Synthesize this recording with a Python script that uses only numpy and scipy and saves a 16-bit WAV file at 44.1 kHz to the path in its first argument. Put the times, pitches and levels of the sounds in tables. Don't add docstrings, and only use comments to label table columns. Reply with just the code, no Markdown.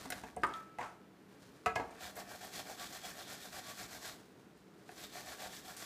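import sys
import numpy as np
from scipy import signal
from scipy.fft import rfft, irfft
from scipy.io import wavfile
from scipy.ndimage import uniform_filter1d

SR = 44100
rng = np.random.default_rng(int(sys.argv[2]) if len(sys.argv) > 2 else 0)


def amplitude_ratio(level_db):
    exponent = np.asarray(level_db, float) / 20
    return 10 ** exponent


def to_wav(sig):
    pcm = np.clip(np.atleast_2d(sig), -1, 1) * 32767
    pcm = np.round(pcm).astype(np.int16)
    wavfile.write(sys.argv[1], SR, pcm.T)


N = 258117

# frequency in Hz, level in dB per Hz.
HUM_SPECTRUM = [(15, -68), (53, -32), (86, -15), (110, -9.5), (169, -6.5), (203, -7), (348, -4),
                (388, -9.5), (420, -5.5), (521, -13.5), (1230, -20), (1330, -18.5), (3070, -28.5),
                (9000, -40), (15400, -40.5)]
# frequency in Hz, width in Hz, level in dB.
MOTOR_NOTES = [(129.8, 7.4, -12), (192.8, 7.9, 1), (241, 35, -12.5), (278, 20, -9.5), (403.6, 7.2, -6)]
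HUM_DB, MOTOR_DB = -58.5, -66
RUMBLE_DB = -83

# frequency in Hz, time to fall by 60 dB in seconds.
ROOM_DECAY = [(150, 0.68), (600, 0.48), (2000, 0.35), (8000, 0.29)]

# start in seconds, peak in dB.
PUSHES = [(0.139, -58.5), (.368, -46.5), (.435, -53), (.787, -61), (0.98, -65), (1.482, -66), (1.66, -43),
          (1.759, -55), (2.033, -52), (2.167, -59), (2.321, -61), (2.558, -54), (3.053, -57), (3.309, -73),
          (3.525, -58), (3.779, -53), (3.839, -61), (5.014, -58), (5.281, -64), (5.446, -63)]

# start in seconds, peak in dB, centre in Hz, width in Hz, time to fall by 60 dB in seconds.
TICKS = [(.103, -34, 9050, 7200, 0.028), (0.121, -39, 3300, 5030, 0.056), (0.236, -59, 6000, 5900, 0.065),
         (0.3644, -52, 8500, 4000, 0.021), (0.434, -52, 8450, 4000, 0.075),
         (.467, -54.5, 8460, 3500, 0.045), (.488, -63, 6000, 3000, .05), (.537, -46, 3350, 600, 0.034),
         (.537, -56.5, 6450, 3000, 0.041), (.57, -61, 7400, 2500, 0.04), (0.785, -59, 7050, 6000, 0.055),
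         (1.66, -43.5, 5060, 6000, 0.062), (1.756, -45.5, 4400, 6000, 0.086),
         (1.907, -63.5, 7550, 2500, 0.071), (2.156, -54, 8600, 2970, 0.06), (2.165, -50, 13300, 3000, .07),
         (2.447, -58, 12500, 4000, .05), (4.8903, -62, 3710, 6000, 0.036), (5.766, -49.5, 7370, 9000, 0.32)]

# start in seconds, length in seconds, clatter level in dB, hiss level in dB, clatter centre in Hz.
DRAGS = [
    (.788, 0.054, -44, -61.5, 940),
    (.46, 0.03, -45.5, -76, 840),
    (1.77, 0.012, -38.5, -68, 690),
]

# strike in seconds, pitch in Hz, level in dB, time to fall by 60 dB in seconds,
# moment in seconds when a touch damps it.
CLEAR_NOTES = [(0.438, 1310, -47, .6, 0.535), (.537, 1310, -45.5, 0.65, .8), (.825, 1310, -54, .6, 1.13),
               (1.661, 1309, -40, 0.45, 1.78), (1.779, 1309, -59, .6, 1.93), (1.661, 447, -41, .27, 1.76),
               (1.661, 958, -45, .2, 1.76), (.79, 958, -50, .35, .97), (.787, 490, -55, .3, .87),
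               (1.661, 1760, -44, .1, 1.76), (1.79, 290, -51, .3, 1.86)]

# frequency in Hz, level in dB, time to fall by 60 dB in seconds.
BOX_MODES = [(267, -7.5, 0.53), (456.2, -2, 0.24), (695, 0, 0.056), (730, -6, 0.045), (725.3, 11.5, 0.089),
             (850, -35, 0.038), (919, -8.5, 0.41), (1110, -27, 0.092), (1137, -11, 0.064),
             (1400, -46, 0.062), (1514, -40, 0.084), (1660, 4, 0.083), (2025, 3, 0.05), (2110, -6, 0.029),
             (2120, -6.5, 0.17), (2500, 7.5, 0.021), (2460, -24, 0.18), (2840, -50, 0.11),
             (2750, -37, 0.12), (4150, -16.5, 0.051), (7050, -18, 0.04), (8540, -36, .08)]
# frequency in Hz, level in dB, time to fall by 60 dB in seconds.
BOWL_MODES = [(398, -14, .14), (560, -16, .08), (727, -9, .1), (797, -10, .1), (985, -4, .1),
              (1044, -8, .08), (1114, -8, .08), (1200, -6, .05), (1290, 3, .06), (1389, -5, .06),
              (1540, -5, .06), (1750, -12, .05), (2164, -30, .08), (3483, -38, .06), (4301, -36, .15),
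              (6907, -42, .15), (8005, -38, .08)]
GRIP = 0.49

# start in seconds, peak in dB, clatter centre in Hz,
# rattle length in seconds, tilt in dB per octave.
BOX_KNOCKS = [
    (.786, -32.5, 850, 0.0075, 0),
    (1.66, -20, 1225, 0.02, 1.4),
    (1.759, -23.5, 780, 0.0055, 1),
]
# start in seconds, peak in dB, clatter centre in Hz,
# rattle length in seconds, tilt in dB per octave.
BOWL_KNOCKS = [
    (.431, -41, 700, 0.0035, -11),
    (0.4346, -19.5, 1260, 0.0047, -3),
    (0.4406, -22, 1300, 0.0035, 2),
    (.4465, -22, 1210, 0.0043, -3.5),
]
# start in seconds, peak in dB, clatter centre in Hz,
# rattle length in seconds, tilt in dB per octave.
SOFT_KNOCKS = [(.054, -40.5, 790, 0.0072, -8), (0.103, -36.5, 1600, 0.0085, 4),
               (.122, -31, 1600, 0.0057, 1.8), (.126, -35.5, 666, 0.011, 10), (.236, -36, 820, 0.018, -1.5),
               (.367, -34.5, 614, 0.014, -6), (1.798, -29, 810, 0.0088, -1.5), (.812, -37, 1900, 0.017, 0),
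               (2.166, -42.5, 710, 0.0095, -1), (4.892, -40.5, 1510, 0.0035, -4.5),
               (5.46, -40.5, 784, 0.003, -1.1)]

# firmest touch in seconds, level in dB, reach in seconds, low part in dB over the level.
BRUSHES = [(0, -51.5, 0.022, -5), (.05, -49.5, 0.086, -5), (.175, -51, 0.04, -0.5), (.275, -58, 0.042, 5),
           (.42, -68, .1, -14), (.56, -60.5, 0.097, 10.5), (.9, -71.5, 0.13, .1), (1.18, -76, 0.09, 7),
           (1.33, -72, 0.062, 4), (1.44, -63.5, 0.1, -15), (1.57, -68.5, 0.18, 0), (1.82, -68, .2, 5),
           (1.95, -63, .09, 10.5), (4.14, -56.5, 0.12, -11), (4.4, -72.5, .12, -9), (4.6, -69.5, 0.11, -8),
           (4.8, -69.5, 0.16, -14), (4.92, -56, 0.061, -10)]
# frequency in Hz, level in dB per Hz.
BRUSH_SPECTRUM = [(300, 2.5), (700, 2), (1500, -1), (2500, -8), (4000, -3), (8000, -8.5), (15300, -17.5)]
REACH_DB = -11
ARRIVE = 0.75

# start in seconds, length in seconds, rasp in dB, box boom in dB over the rasp.
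CUTS = [(2.011, 0.095, -54.5, 0.5), (2.169, 0.059, -55, 6.5), (2.539, 0.083, -49, -8),
        (2.794, 0.084, -52, -3), (3.039, 0.078, -51, -4), (3.285, 0.086, -52.5, -5),
        (3.53, 0.079, -52.5, -3.5), (3.774, 0.086, -51, -6), (4.031, 0.095, -51, -7),
        (5.262, .093, -54.5, -2.5), (5.522, 0.08, -53.5, -9), (5.799, 0.12, -52, -3)]
# start in seconds, length in seconds, rasp in dB, box boom in dB over the rasp.
RETURNS = [(2.279, 0.086, -56, -1), (2.409, 0.067, -54.5, -1), (2.663, 0.076, -55, 2),
           (2.904, 0.076, -53.5, -5.5), (3.144, 0.093, -55, -3), (3.399, 0.076, -54.5, -4.5),
           (3.642, 0.083, -54, -2.5), (3.892, 0.091, -54.5, -6), (4.964, 0.097, -55, -8),
           (5.128, 0.09, -53.5, -3), (5.384, 0.09, -53, 0), (5.648, 0.087, -55.5, -3)]
CUT_GROWTH_DB, RETURN_GROWTH_DB = -3, 3.6
RING_DB, RING_PER_BOOM = -2, 0.53
# frequency in Hz, level in dB.
RASP_SPECTRUM = [(300, -1), (900, -4), (2000, -0.5), (2800, -5), (3600, -4), (4400, 0), (6000, -1.5),
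                 (7900, -2.5), (8400, -14), (16000, -31)]
# frequency in Hz, level in dB.
FIZZ_SPECTRUM = [(6000, -49), (7900, 1.5), (8400, 0.5), (10500, -0.5), (12800, 0), (15300, -3.5)]
# frequency in Hz, width in Hz, level in dB.
TOOTH_RIMS = [(3350, 98, 1), (3640, 440, 4.5), (4160, 63, 6), (4800, 280, -15), (5200, 320, -17),
              (7400, 350, -9)]
# frequency in Hz, width in Hz, level in dB.
BOX_BOOM = [(638, 45, -3), (710, 28, 0), (752, 30, -4)]
# frequency in Hz, width in Hz, level in dB.
PANELS = [(1142, 23, 3), (1418, 90, -3), (1600, 133, 1), (1786, 49, 1.5), (2000, 30, -9), (2298, 61, -3)]


def evened(x):
    return x / np.sqrt(np.mean(x ** 2) + 1e-20)


def read(points, hz):
    f, value = np.transpose(points)
    return np.interp(np.log(hz + 1), np.log(f + 1), value)


def add(mix, s, sound):
    part = mix[round(s * SR):][:len(sound)]
    part += sound[:len(part)]


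def coloured(x, spectrum):
    gain = amplitude_ratio(read(spectrum, np.fft.rfftfreq(len(x), 1 / SR)))
    return evened(irfft(rfft(x) * gain, len(x)))


def resonate(x, hz, width):
    r = np.exp(-np.pi * width / SR)
    return 2 * signal.lfilter([1 - r], [1, -r * np.exp(2j * np.pi * hz / SR)], x).real


def band(hz, width, size=8000):
    bass_cut = signal.butter(2, 0.18 * hz / (SR / 2), "high")
    noise = signal.lfilter(*bass_cut, rng.standard_normal(size))
    return evened(resonate(resonate(noise, hz, width), hz, width))


def flutter(span_s, depth_db):
    smooth = uniform_filter1d(rng.standard_normal(N), int(span_s * SR))
    return amplitude_ratio(depth_db * evened(smooth))


def body(x, modes, wander_db=0.):
    return evened(sum(amplitude_ratio(db) * flutter(0.085, wander_db) * resonate(x, hz, width)
                      for hz, width, db in modes))


def tearing(per_s, spread_db):
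    size = amplitude_ratio(spread_db * np.minimum(rng.exponential(1, N), 4))
    return size * rng.standard_normal(N) * (rng.random(N) < per_s / SR)


def hum():
    notes = body(rng.standard_normal(N), MOTOR_NOTES)
    air = coloured(rng.standard_normal(N), HUM_SPECTRUM) * flutter(0.082, 0.66)
    rumble = band(55, 44, size=N) * flutter(0.24, 2.7)
    return amplitude_ratio(HUM_DB - 3.0) * air + amplitude_ratio(MOTOR_DB) * notes + amplitude_ratio(RUMBLE_DB) * rumble


def kitchen(x):
    taps = np.zeros(SR // 2)
    at = np.arange(200, len(taps) - 20, 20)
    taps[at + rng.integers(0, 20, len(at))] = rng.choice([-1., 1.], len(at))
    hz, t, z = signal.stft(taps, SR, nperseg=256)
    fade = amplitude_ratio(-60 * t / read(ROOM_DECAY, hz)[:, None])
    tail = signal.istft(z * fade, SR, nperseg=256)[1]
    return signal.fftconvolve(x, tail / np.linalg.norm(tail))[:N]


def push(peak_db):
    t = np.arange(8000) / SR
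    deep = np.sin(2 * np.pi * 75 * t) * np.exp(-t / 0.034)
    upper = 0.81 * np.sin(2 * np.pi * 190 * t) * np.exp(-t / 0.033)
    return amplitude_ratio(peak_db + 0.5) * (deep + upper) * (1 - np.exp(-t / 0.013))


def tick(peak_db, hz, width, t60):
    t = np.arange(8000) / SR
    return amplitude_ratio(peak_db - 60 * t / np.clip(t60, .01, .3)) * band(hz, np.clip(width, 300, 12000))


def drag(length, low_db, hiss_db, hz):
    t = np.arange(8000) / SR
    hold = amplitude_ratio(-30 * t) * (1 - np.exp(-t / 0.013))
    after = np.maximum(t - length, 0)
    judder = amplitude_ratio(1.3 * evened(uniform_filter1d(rng.standard_normal(8000), size=250)))
    clatter = amplitude_ratio(low_db - 200 * after) * band(hz, 1.1 * hz)
    hiss = amplitude_ratio(hiss_db - 160 * after) * band(6000, 5500)
    return hold * judder * (clatter + hiss)


def clear_note(s, hz, db, t60, damped_s):
    t = np.arange(SR) / SR
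    pair = np.sin(2 * np.pi * hz * t) + .3 * np.sin(2 * np.pi * (hz + 4.0) * t)
    fade_db = -60 * t / t60 - 450 * np.maximum(t + s - damped_s, 0)
    return np.sqrt(2) * amplitude_ratio(db + fade_db) * pair * (1 - np.exp(-t / 0.0025))


def knock(modes, peak_db, hz, rattle_s, tilt_db):
    t = np.arange(16000) / SR
    rattle_s = np.clip(rattle_s, .001, .05)
    rattle = rng.standard_normal(8000) * np.exp(-t[:8000] / rattle_s) * 0.75
    rattle[0] = 6.16
    rings = np.zeros(len(t))
    for f, db, t60 in modes:
        spot_db = 2.5 * rng.standard_normal()
        level_db = db + spot_db + tilt_db * np.log2(f / 1000)
        rings += amplitude_ratio(level_db - 60 * t / t60) * np.sin(2 * np.pi * f * t)
    clank = signal.fftconvolve(rings, rattle)[:len(t)]
    clatter = band(hz, 0.28 * hz, size=len(t)) * np.exp(-t / (0.68 * rattle_s)) * (1 - np.exp(-t / 0.0002))
    clank = clank / abs(clank).max() + .95 * clatter / abs(clatter).max()
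    return amplitude_ratio(peak_db + 0.5) * clank / abs(clank).max()


def brushing():
    t, level = np.arange(N) / SR, np.zeros((2, N))
    for s, level_db, reach, low_db in BRUSHES:
        away = np.maximum(t - s, (s - t) / ARRIVE) / reach
        level += amplitude_ratio(level_db + REACH_DB * away) * amplitude_ratio([[0], [low_db]])
    rustle = coloured(tearing(5000, 0.58), BRUSH_SPECTRUM) * flutter(0.013, 1.0)
    shaken_box = body(tearing(1200, 3), BOX_BOOM + PANELS)
    return amplitude_ratio(-2.5) * level[0] * rustle + amplitude_ratio(-6.5) * level[1] * shaken_box


def stroke_levels():
    t, layers = np.arange(N) / SR, np.zeros((4, N))
    strokes = [(*row, CUT_GROWTH_DB) for row in CUTS] + [(*row, RETURN_GROWTH_DB) for row in RETURNS]
    for s, length, rasp_db, boom_db, growth_db in strokes:
        ring_db = RING_DB + RING_PER_BOOM * boom_db
        along = np.clip((t - s) / length, 0, 1)
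        slack_db = -450 * np.maximum(s - t, 0) - 330 * np.maximum(t - s - length, 0)
        arch_db = -5 * abs(2 * along - 1) ** 2.5
        fizz_db = -6.0 - 0.3 * (rasp_db + 49.5)
        over_db = np.array([0 * t, boom_db + .6 * arch_db, ring_db + .3 * arch_db, fizz_db + 0 * t])
        layers += amplitude_ratio(rasp_db + 0.5 + slack_db + arch_db + growth_db * (along - .5) + over_db)
    return layers


def grating():
    rasp_level, boom_level, ring_level, fizz_level = stroke_levels()
    press = flutter(.012, 1.0)
    rims = body(tearing(3000, 2.2), TOOTH_RIMS, 3.6)
    rasp = (coloured(tearing(9000, 0.3), RASP_SPECTRUM) + amplitude_ratio(-5.0) * rims) * rasp_level
    fizz = coloured(tearing(14000, 0.69), FIZZ_SPECTRUM) * fizz_level
    boom = body(tearing(1200, 2.5), BOX_BOOM, 1.6) * boom_level
    ring = body(tearing(2500, 2.2), PANELS, 2.6) * ring_level
    shake = band(99, 130, size=N) * rasp_level
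    return press * (rasp + fizz + amplitude_ratio(1.5) * boom + amplitude_ratio(1.0) * ring) + amplitude_ratio(-23.5) * shake


def scene():
    hits, notes = np.zeros((2, N))
    gripped = [(hz, db, GRIP * t60) for hz, db, t60 in BOX_MODES]
    for modes, table in ((BOX_MODES, BOX_KNOCKS), (BOWL_MODES, BOWL_KNOCKS), (gripped, SOFT_KNOCKS)):
        for s, *blow in table:
            add(hits, s, knock(modes, *blow))
    for row in CLEAR_NOTES:
        add(notes, row[0], clear_note(*row))
    for source, table in ((drag, DRAGS), (tick, TICKS), (push, PUSHES)):
        for s, *row in table:
            add(hits, s, source(*row))
    rubbing = grating() + brushing()
    far = hits + .6 * rubbing
    return (hits + rubbing + amplitude_ratio(-9.0) * kitchen(far) + notes + hum())[None]


def low_pass(x):
    return signal.sosfilt(signal.butter(12, 15430, fs=SR, output="sos"), x)


def record(dry):
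    bass_cut = signal.lfilter(*signal.butter(3, 46 / (SR / 2), "high"), dry)
    edge = signal.firwin(301, 15380, window=("kaiser", 9), fs=SR)
    mix = signal.oaconvolve(bass_cut, edge[None], "same")
    return low_pass(mix)


dry = scene()
out = record(dry)
to_wav(out)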